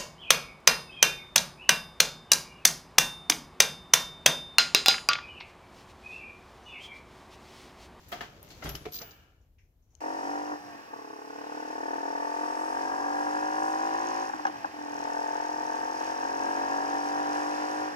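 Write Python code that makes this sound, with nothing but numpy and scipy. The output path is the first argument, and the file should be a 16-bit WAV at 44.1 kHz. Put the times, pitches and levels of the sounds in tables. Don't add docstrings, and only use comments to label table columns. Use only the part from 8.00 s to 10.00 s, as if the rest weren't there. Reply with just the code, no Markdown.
import sys
import numpy as np
from scipy import signal
from scipy.fft import rfft, irfft
from scipy.io import wavfile

SR = 44100
rng = np.random.default_rng(int(sys.argv[2]) if len(sys.argv) > 2 else 0)


def to_wav(s):
    ch = np.atleast_2d(s).T
    pcm = np.round(np.clip(ch, -1, 1) * 32767)
    wavfile.write(sys.argv[1], SR, pcm.astype(np.int16))


def voltage_ratio(level):
    return 10 ** (np.asarray(level, float) / 20)


N = 88420
T = np.arange(N) / SR
SIZE = 2 ** 17
HZ = np.fft.rfftfreq(SIZE, 1 / SR) + 1


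def rms_one(x):
    return x / np.sqrt(np.mean(x ** 2) + 1e-20)


def at_hz(points, hz):
    table_hz, table_value = np.transpose(points)
    return np.interp(np.log(hz), np.log(table_hz), table_value)


def colour(x, db_at_hz):
    cepstrum = irfft(db_at_hz * np.log(10) / 20)
    cepstrum[1:SIZE // 2] *= 2
    cepstrum[SIZE // 2 + 1:] = 0
    response = np.exp(rfft(cepstrum))
    return irfft(rfft(x, SIZE) * response)[..., :N]


def filtered(x, order, hz, kind):
    return signal.sosfilt(signal.butter(order, hz, kind, fs=SR, output="sos"), x)


def grains(per_s, spread_db):
    size = voltage_ratio(spread_db * np.minimum(rng.exponential(1, (2, N)), 5))
    sign = rng.choice([-1, 1], (2, N))
    present = rng.random((2, N)) < per_s / SR
    return rms_one(size * sign * present)


def burst(s, hold_s, t60):
    return (T >= s) * voltage_ratio(-60 * np.clip(T - s - hold_s, 0, 9) / t60)


def ring(clicks, hz, t60):
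    r = voltage_ratio(-60 / (t60 * SR))
    w = 2 * np.pi * hz / SR
    return signal.lfilter([0, np.sin(w)], [1, -2 * r * np.cos(w), r * r], clicks + 1e-18)


def body(x, modes, damping):
    return sum(voltage_ratio(db) * ring(x, hz, np.clip(t60 * damping, .01, 1.2)) for hz, db, t60 in modes)


def struck(hits, modes, scatter_db):
    s, db = np.transpose(hits)
    at = (s * SR).astype(int)
    out = 0
    for hz, mode_db, t60 in modes:
        strength, side = rng.standard_normal((2, len(s)))
        clicks = np.zeros((2, N))
        clicks[:, at] = voltage_ratio(db + mode_db + scatter_db * strength) * [np.ones(len(s)), side]
        out = out + ring(clicks, hz, t60)
    return out


# time in seconds, level in dB.
ROLL = [(0.0, -61), (0.15, -55), (0.28, -57), (0.68, -54), (0.87, -56), (1.02, -58), (1.09, -60),
        (1.21, -66.5), (1.6, -85), (1.85, -83), (2.0, -73)]
# frequency in Hz, level in dB per Hz.
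ROLL_COLOUR = [(35, -38), (60, 6.5), (450, -3.5), (700, -6), (1500, -12.5), (3850, -16.5), (7000, -18.5),
               (16000, -24)]
# time in seconds, treble in dB.
ROLL_TREBLE = [(0.0, 3.5), (0.1, -1), (0.3, -3), (0.39, -6), (0.48, -1), (1.2, 0.5), (1.4, -5)]
# frequency in Hz, level in dB, t60 in seconds.
RAILS = [(474, -6, 0.074), (591, -3, 0.106), (705, -10, 0.046)]


def rolling():
    clicks = grains(per_s=2500, spread_db=1.5)
    balls = rms_one(colour(clicks, at_hz(ROLL_COLOUR, HZ)))
    treble = signal.lfilter(*signal.butter(1, 2200, "high", fs=SR), balls)
    balls = balls + (voltage_ratio(np.interp(T, *np.transpose(ROLL_TREBLE))) - 1) * treble
    rail_db, rail_s, rail_span_s = -64.5, 0.41, 0.094
    free_run = np.exp(-((T - rail_s) / rail_span_s) ** 2)
    rails = voltage_ratio(rail_db) * free_run * rms_one(body(clicks, RAILS, damping=1))
    gain_db = 2.5
    return voltage_ratio(np.interp(T, *np.transpose(ROLL)) + gain_db) * balls + rails


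# start in seconds, level in dB, t60 in seconds, brightness in dB per octave, rise in seconds.
KNOCKS = [(0.119, -37, 0.095, 0, .001), (0.123, -43.5, 0.43, 1, .002), (0.2058, -38, 0.19, 0, 0.0014),
          (0.501, -48, 0.17, 7, .004), (0.62, -43, 0.38, 0, .004), (0.637, -43.5, 0.14, 9, .002),
          (0.652, -38.5, 0.2, 0, .006), (0.691, -40.5, 0.063, 6.5, .001), (0.7495, -41.5, 0.11, 5.5, .0007),
          (0.853, -42, 0.1, 1, .001), (1.008, -44.5, 0.17, -1.5, .004)]
# frequency in Hz, level in dB per Hz.
KNOCK_COLOUR = [(90, -22), (150, 0), (280, -4), (720, 2.5), (1040, -2), (1700, -1), (3220, -7), (7000, -19),
                (16000, -25)]
# frequency in Hz, level in dB, t60 in seconds.
PAN = [(459, -7.5, 0.13), (744, -3.5, 0.034), (931, -7.5, 0.11), (1250, -22, 0.14), (1370, -5, 0.057),
       (1610, -3, 0.04), (2127, -5.5, 0.027), (3400, -5, 0.041)]


def knocks():
    hold_s, pan_db = 0.0034, -37
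    contacts = grains(per_s=4000, spread_db=1.5)
    out = 0
    for s, db, t60, tilt_db, rise_s in KNOCKS:
        shape_db = at_hz(KNOCK_COLOUR, HZ) + tilt_db * np.log2(np.clip(HZ, 500, 7000) / 1500)
        shape_db -= 10 * np.log10(np.mean(voltage_ratio(2 * shape_db)))
        rise = 1 - np.exp(-np.abs(T - s) / rise_s)
        rattle = contacts * burst(s, hold_s, t60) * rise
        out = out + voltage_ratio(db) * colour(rattle, shape_db)
    return out + voltage_ratio(pan_db) * body(out, PAN, damping=0.55)


# start in seconds, level in dB.
THUMPS = [
    (0.2, -50.5),
    (0.5, -55.5),
    (0.648, -38),
    (0.662, -39.5),
    (0.68, -37),
    (0.715, -47.5),
    (0.745, -39.5),
    (0.81, -46.5),
    (0.88, -51),
]
# frequency in Hz, level in dB, t60 in seconds.
CABINET = [(59.2, -1.5, 0.17), (111, -5.5, 0.082), (147, 0.5, 0.23), (201, -1, 0.04), (314, 4, 0.048),
           (390, -1.5, 0.17)]


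def thumps():
    return filtered(struck(THUMPS, CABINET, scatter_db=1.0), 2, 344, "low")


# start in seconds, level in dB.
LATCH_HITS = [
    (0.856, -37.5),
    (0.865, -30),
    (0.887, -40.5),
]
# frequency in Hz, level in dB, t60 in seconds.
LATCH = [(430, -3, 0.11), (395.7, -3, 0.079), (715.7, -9.5, 0.11), (950, -13, 0.036), (2290, -6.5, 0.015)]


def latch():
    return struck(LATCH_HITS, LATCH, scatter_db=0.5)


# start in seconds, level in dB, brightness in dB per octave.
RATCHET = [(0.922, -31.5, -8), (0.933, -30, 5), (0.9424, -26, -1.5), (0.9560, -27, 5), (0.9625, -28, -4),
           (0.975, -33, -16), (0.9872, -26, 10), (1.013, -38.5, 10), (1.0167, -29.5, 4), (1.0243, -43, 8.5),
           (1.03, -42, -1), (1.1072, -42, 4), (1.115, -45, 5)]
# frequency in Hz, level in dB, t60 in seconds.
DAMPER = [(3990, -15.5, 0.031), (4220, -14, 0.026), (4860, -3, 0.013), (5200, -17, 0.0051),
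          (5880, -4, .008), (6530, -18.5, 0.016), (6980, -13.5, 0.016)]
DAMPER_BAND_HZ = [2060, 11800]


def ratchet():
    scrape_s, tooth_t60_s, gain_db = .0015, .03, -27.5
    scrape = grains(per_s=15000, spread_db=3.2)
    out = 0
    for hz, mode_db, t60 in DAMPER:
        octaves = np.log2(hz / 5000)
        drive = sum(voltage_ratio(db + tilt_db * octaves) * burst(s, scrape_s, tooth_t60_s)
                    for s, db, tilt_db in RATCHET)
        out = out + voltage_ratio(mode_db) * ring(scrape * drive, hz, 0.86 * t60)
    return voltage_ratio(gain_db) * filtered(out, 2, DAMPER_BAND_HZ, "band")


# time in seconds, level in dB.
GLIDE = [
    (0.999, 9),
    (1.078, 4.5),
    (1.25, -3.5),
    (1.421, -20.5),
    (1.47, -21.5),
    (1.6, -63),
]
# frequency in Hz, level in dB, t60 in seconds.
PANELS = [(430, 2.5, 0.018), (840, 1, 0.01), (1403, 0, 0.021), (1670, 5, 0.014), (2310, -1, 0.018),
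          (2560, 1, .011), (2865, 2, 0.017)]


def glide():
    panel_db, panel_top_hz = -87, 3300
    rubbing = grains(per_s=6000, spread_db=0.76)
    panels = filtered(body(rubbing, PANELS, damping=1), 4, panel_top_hz, "low")
    return voltage_ratio(panel_db + np.interp(T, *np.transpose(GLIDE), left=-90)) * panels


CLINK_S = [.661, .691, .757, .7535, .753, .916, .920, .925, .937, 1.045, .999, .9345, .948, .992, .935, .94,
           .93, .7035]
BIT_HZ = [9744, 12899, 10337, 14080, 11170, 11540, 12794, 13798, 15192, 13798, 15192, 13798, 13798, 13798,
          12420, 13590, 14340, 12899]
# level in dB, t60 in seconds, beat in Hz, rise in seconds.
CLINKS = [(-45, 0.28, 5.7, 0.0062), (-33.5, 0.089, 25, 0.00042), (-46.5, 0.4, 14, 0.0167),
          (-40.5, 0.068, 40, .001), (-38, 0.04, 36, 0.00059), (-46, 0.17, 15, 0.0016),
          (-38, 0.45, 2.4, .003), (-44, 0.1, 14, 0.002), (-30.5, .4, 8.3, .02), (-41.5, 0.33, 1.1, 0.054),
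          (-28.5, 0.25, 3, 0.081), (-39, .12, 11, .0015), (-29.5, .09, 31, .002), (-41, 0.22, 11, .015),
          (-50, 0.13, 20, .01), (-48, .15, 20, .01), (-51, .12, 20, .01), (-39.5, 0.27, 20, 0.0048)]


def clinks():
    restrike_s, pair_share = .005, 0.26
    phases = rng.uniform(0, 2 * np.pi, (len(CLINKS), 2))
    out = 0
    for s, (db, t60, beat_hz, rise_s), hz, (a, b) in zip(CLINK_S, CLINKS, BIT_HZ, phases):
        age = np.clip(T - s, 0, 9)
        first = np.sin(2 * np.pi * hz * age + [[0], [a]])
        second = np.sin(2 * np.pi * (hz + beat_hz) * age + [[0], [b]])
        pair = first + pair_share * second
        touches = [later for later, other in zip(CLINK_S, BIT_HZ) if other == hz and later > s]
        restruck = min(touches + [9])
        pair *= np.clip((restruck - T) / restrike_s, 0, 1)
        out = out + voltage_ratio(db - 60 * age / t60) * (1 - np.exp(-age / rise_s)) * pair
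    return out


SNAP_S = [.1212, .1245, .1262, .1266, .1335, .1415, .2078, .2092, .2125, .2180, .2205, .4292, .4293, .4294,
          .4294, .6915, .7522, .7525, 1.0175, 1.9518, 1.9519, 1.9520, 1.9522, 1.9519, 1.9518, 1.014, 1.019,
          .6235, .6255]
# level in dB, pitch in Hz, t60 in seconds.
SNAPS = [(-39, 1250, 0.045), (-42.5, 1900, 0.044), (-37, 3300, 0.027), (-29.5, 670, 0.057),
         (-33.5, 1200, 0.031), (-31.5, 720, 0.044), (-36.5, 2900, 0.017), (-29.5, 1750, 0.028),
         (-41.5, 725, 0.13), (-36, 1600, 0.036), (-46, 3000, .03), (-25.5, 10000, 0.0028),
         (-30, 11600, 0.0014), (-26, 13400, 0.0028), (-23, 18000, 0.0028), (-45, 5850, .02),
         (-33.5, 3014, 0.024), (-36.5, 6300, 0.0074), (-39, 5900, 0.037), (-42, 18000, 0.0033),
         (-35.5, 6500, 0.0039), (-56.5, 4200, .008), (-59.5, 3040, 0.017), (-38, 8400, .003),
         (-61, 14500, 0.0027), (-43, 460, 0.12), (-44, 680, 0.13), (-40.5, 1330, 0.074),
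         (-38.5, 2070, 0.045)]


def snaps():
    out = np.zeros(N + SR)
    age = T[:SR // 4]
    for s, (db, hz, t60) in zip(SNAP_S, SNAPS):
        i = int(s * SR)
        rise = 1 - np.exp(-age * hz / 1.4)
        out[i:i + len(age)] += voltage_ratio(db - 60 * age / t60) * rise * np.sin(2 * np.pi * hz * age)
    return out[:N] * np.array([[1], [.6]])


# start in seconds, level in dB, centre in Hz, width as a share, t60 in seconds.
TICKS = [(0.085, -49, 12400, 1, 0.15), (0.117, -44, 12000, 1, 0.11), (0.488, -52.5, 9450, .9, 0.045),
         (0.691, -38.5, 6100, 0.29, 0.013), (0.7535, -36.5, 5400, 0.18, 0.017),
         (0.507, -59, 4270, 0.08, 0.27), (1.412, -79.5, 6300, 0.22, 0.16), (1.584, -69, 2150, 0.46, 0.3),
         (1.585, -79, 5850, 0.25, 0.47), (1.823, -83.5, 6170, 0.16, 0.48), (1.904, -79.5, 6300, 0.18, 1),
         (1.93, -76, 740, 0.27, 0.28)]


def ticks():
    white = rng.standard_normal((2, N))
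    out = 0
    for s, db, hz, width, t60 in TICKS:
        band = [hz / (1 + width / 2), hz * (1 + width / 2)]
        out = out + voltage_ratio(db) * rms_one(filtered(white, 2, band, "band")) * burst(s, 0, t60)
    return out


# frequency in Hz, t60 in seconds.
ROOM = [(100, 0.61), (500, 0.47), (2000, 0.54), (6000, 0.29), (15000, 0.1)]


def room(x):
    white = rng.standard_normal((2, N))
    edges = 60 * 2 ** np.arange(9.0)
    tail = 0
    for low, high in zip(edges, edges[1:]):
        t60 = at_hz(ROOM, np.sqrt(low * high))
        decay = voltage_ratio(-60 * T / t60) * np.clip(T / 0.005, 0, 1)
        band = filtered(white, 2, [low, high], "band")
        tail = tail + band * decay * np.sqrt(np.log(1e6) / t60 / SR)
    return signal.fftconvolve(x[None], tail, axes=1)[:, :N]


# frequency in Hz, level in dB per Hz.
HUM = [(15, -38.5), (36, 2), (86, 0), (217, -22), (253, -17.5), (334, -22.5), (757, -35), (1000, -38),
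       (1300, -72), (2200, -120)]
# frequency in Hz, level in dB per Hz.
HISS = [(600, -22.5), (1000, -4), (1500, -3), (4000, -9.5), (6000, -10.5), (9000, 0.5), (16000, 0)]


def hum_and_hiss():
    hum, hiss = rng.standard_normal((2, 2, N))
    hum = voltage_ratio(-60.5) * rms_one(colour(hum, at_hz(HUM, HZ)))
    hiss = voltage_ratio(-79.5) * rms_one(colour(hiss, at_hz(HISS, HZ)))
    return hum + hiss


# frequency in Hz, left minus right in dB.
LEAN = [(60, 3), (150, 3), (300, 0.5), (600, -2.4), (1200, 0), (4400, 5.5), (8000, 2), (13000, -3.5)]
# frequency in Hz, side minus mid in dB.
WIDTH = [(40, -23), (150, -23.5), (300, -22.5), (600, -4), (1200, -0.9), (4000, 0.2), (15000, -0.6)]


def microphone_pair(mid, side):
    side = colour(side, at_hz(WIDTH, HZ))
    lean_db = at_hz(LEAN, HZ) / 2
    return np.array([colour(mid + side, lean_db), colour(mid - side, -lean_db)])


def scene():
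    room_db, clink_wet_db, tick_wet_db = -6, -20, -3
    hits = knocks() + ratchet() + glide() + latch() + thumps()
    rings = clinks()
    taps = ticks() + snaps()
    to_room = hits + voltage_ratio(clink_wet_db) * rings + voltage_ratio(tick_wet_db) * taps
    wet = voltage_ratio(room_db) * room(to_room[0])
    mid, side = rolling() + hits + rings + taps + wet + hum_and_hiss()
    return microphone_pair(mid, side)


def band_limit(x):
    return signal.sosfilt(signal.butter(12, 16630, fs=SR, output="sos"), x)


# frequency in Hz, level in dB.
MIC = [(4000, -1.71), (6300, -1), (7500, -4.5), (8500, -14.5), (10500, -9.5), (13000, -3.5), (15200, -6),
       (15900, -8)]


def record(dry):
    heard = filtered(colour(dry, at_hz(MIC, HZ)), 2, 23, "high")
    top_cut = signal.cheby2(10, 50, 16600, fs=SR, output="sos")
    mix = signal.sosfilt(top_cut, heard)
    return band_limit(mix)


dry = scene()
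out = record(dry)
to_wav(out)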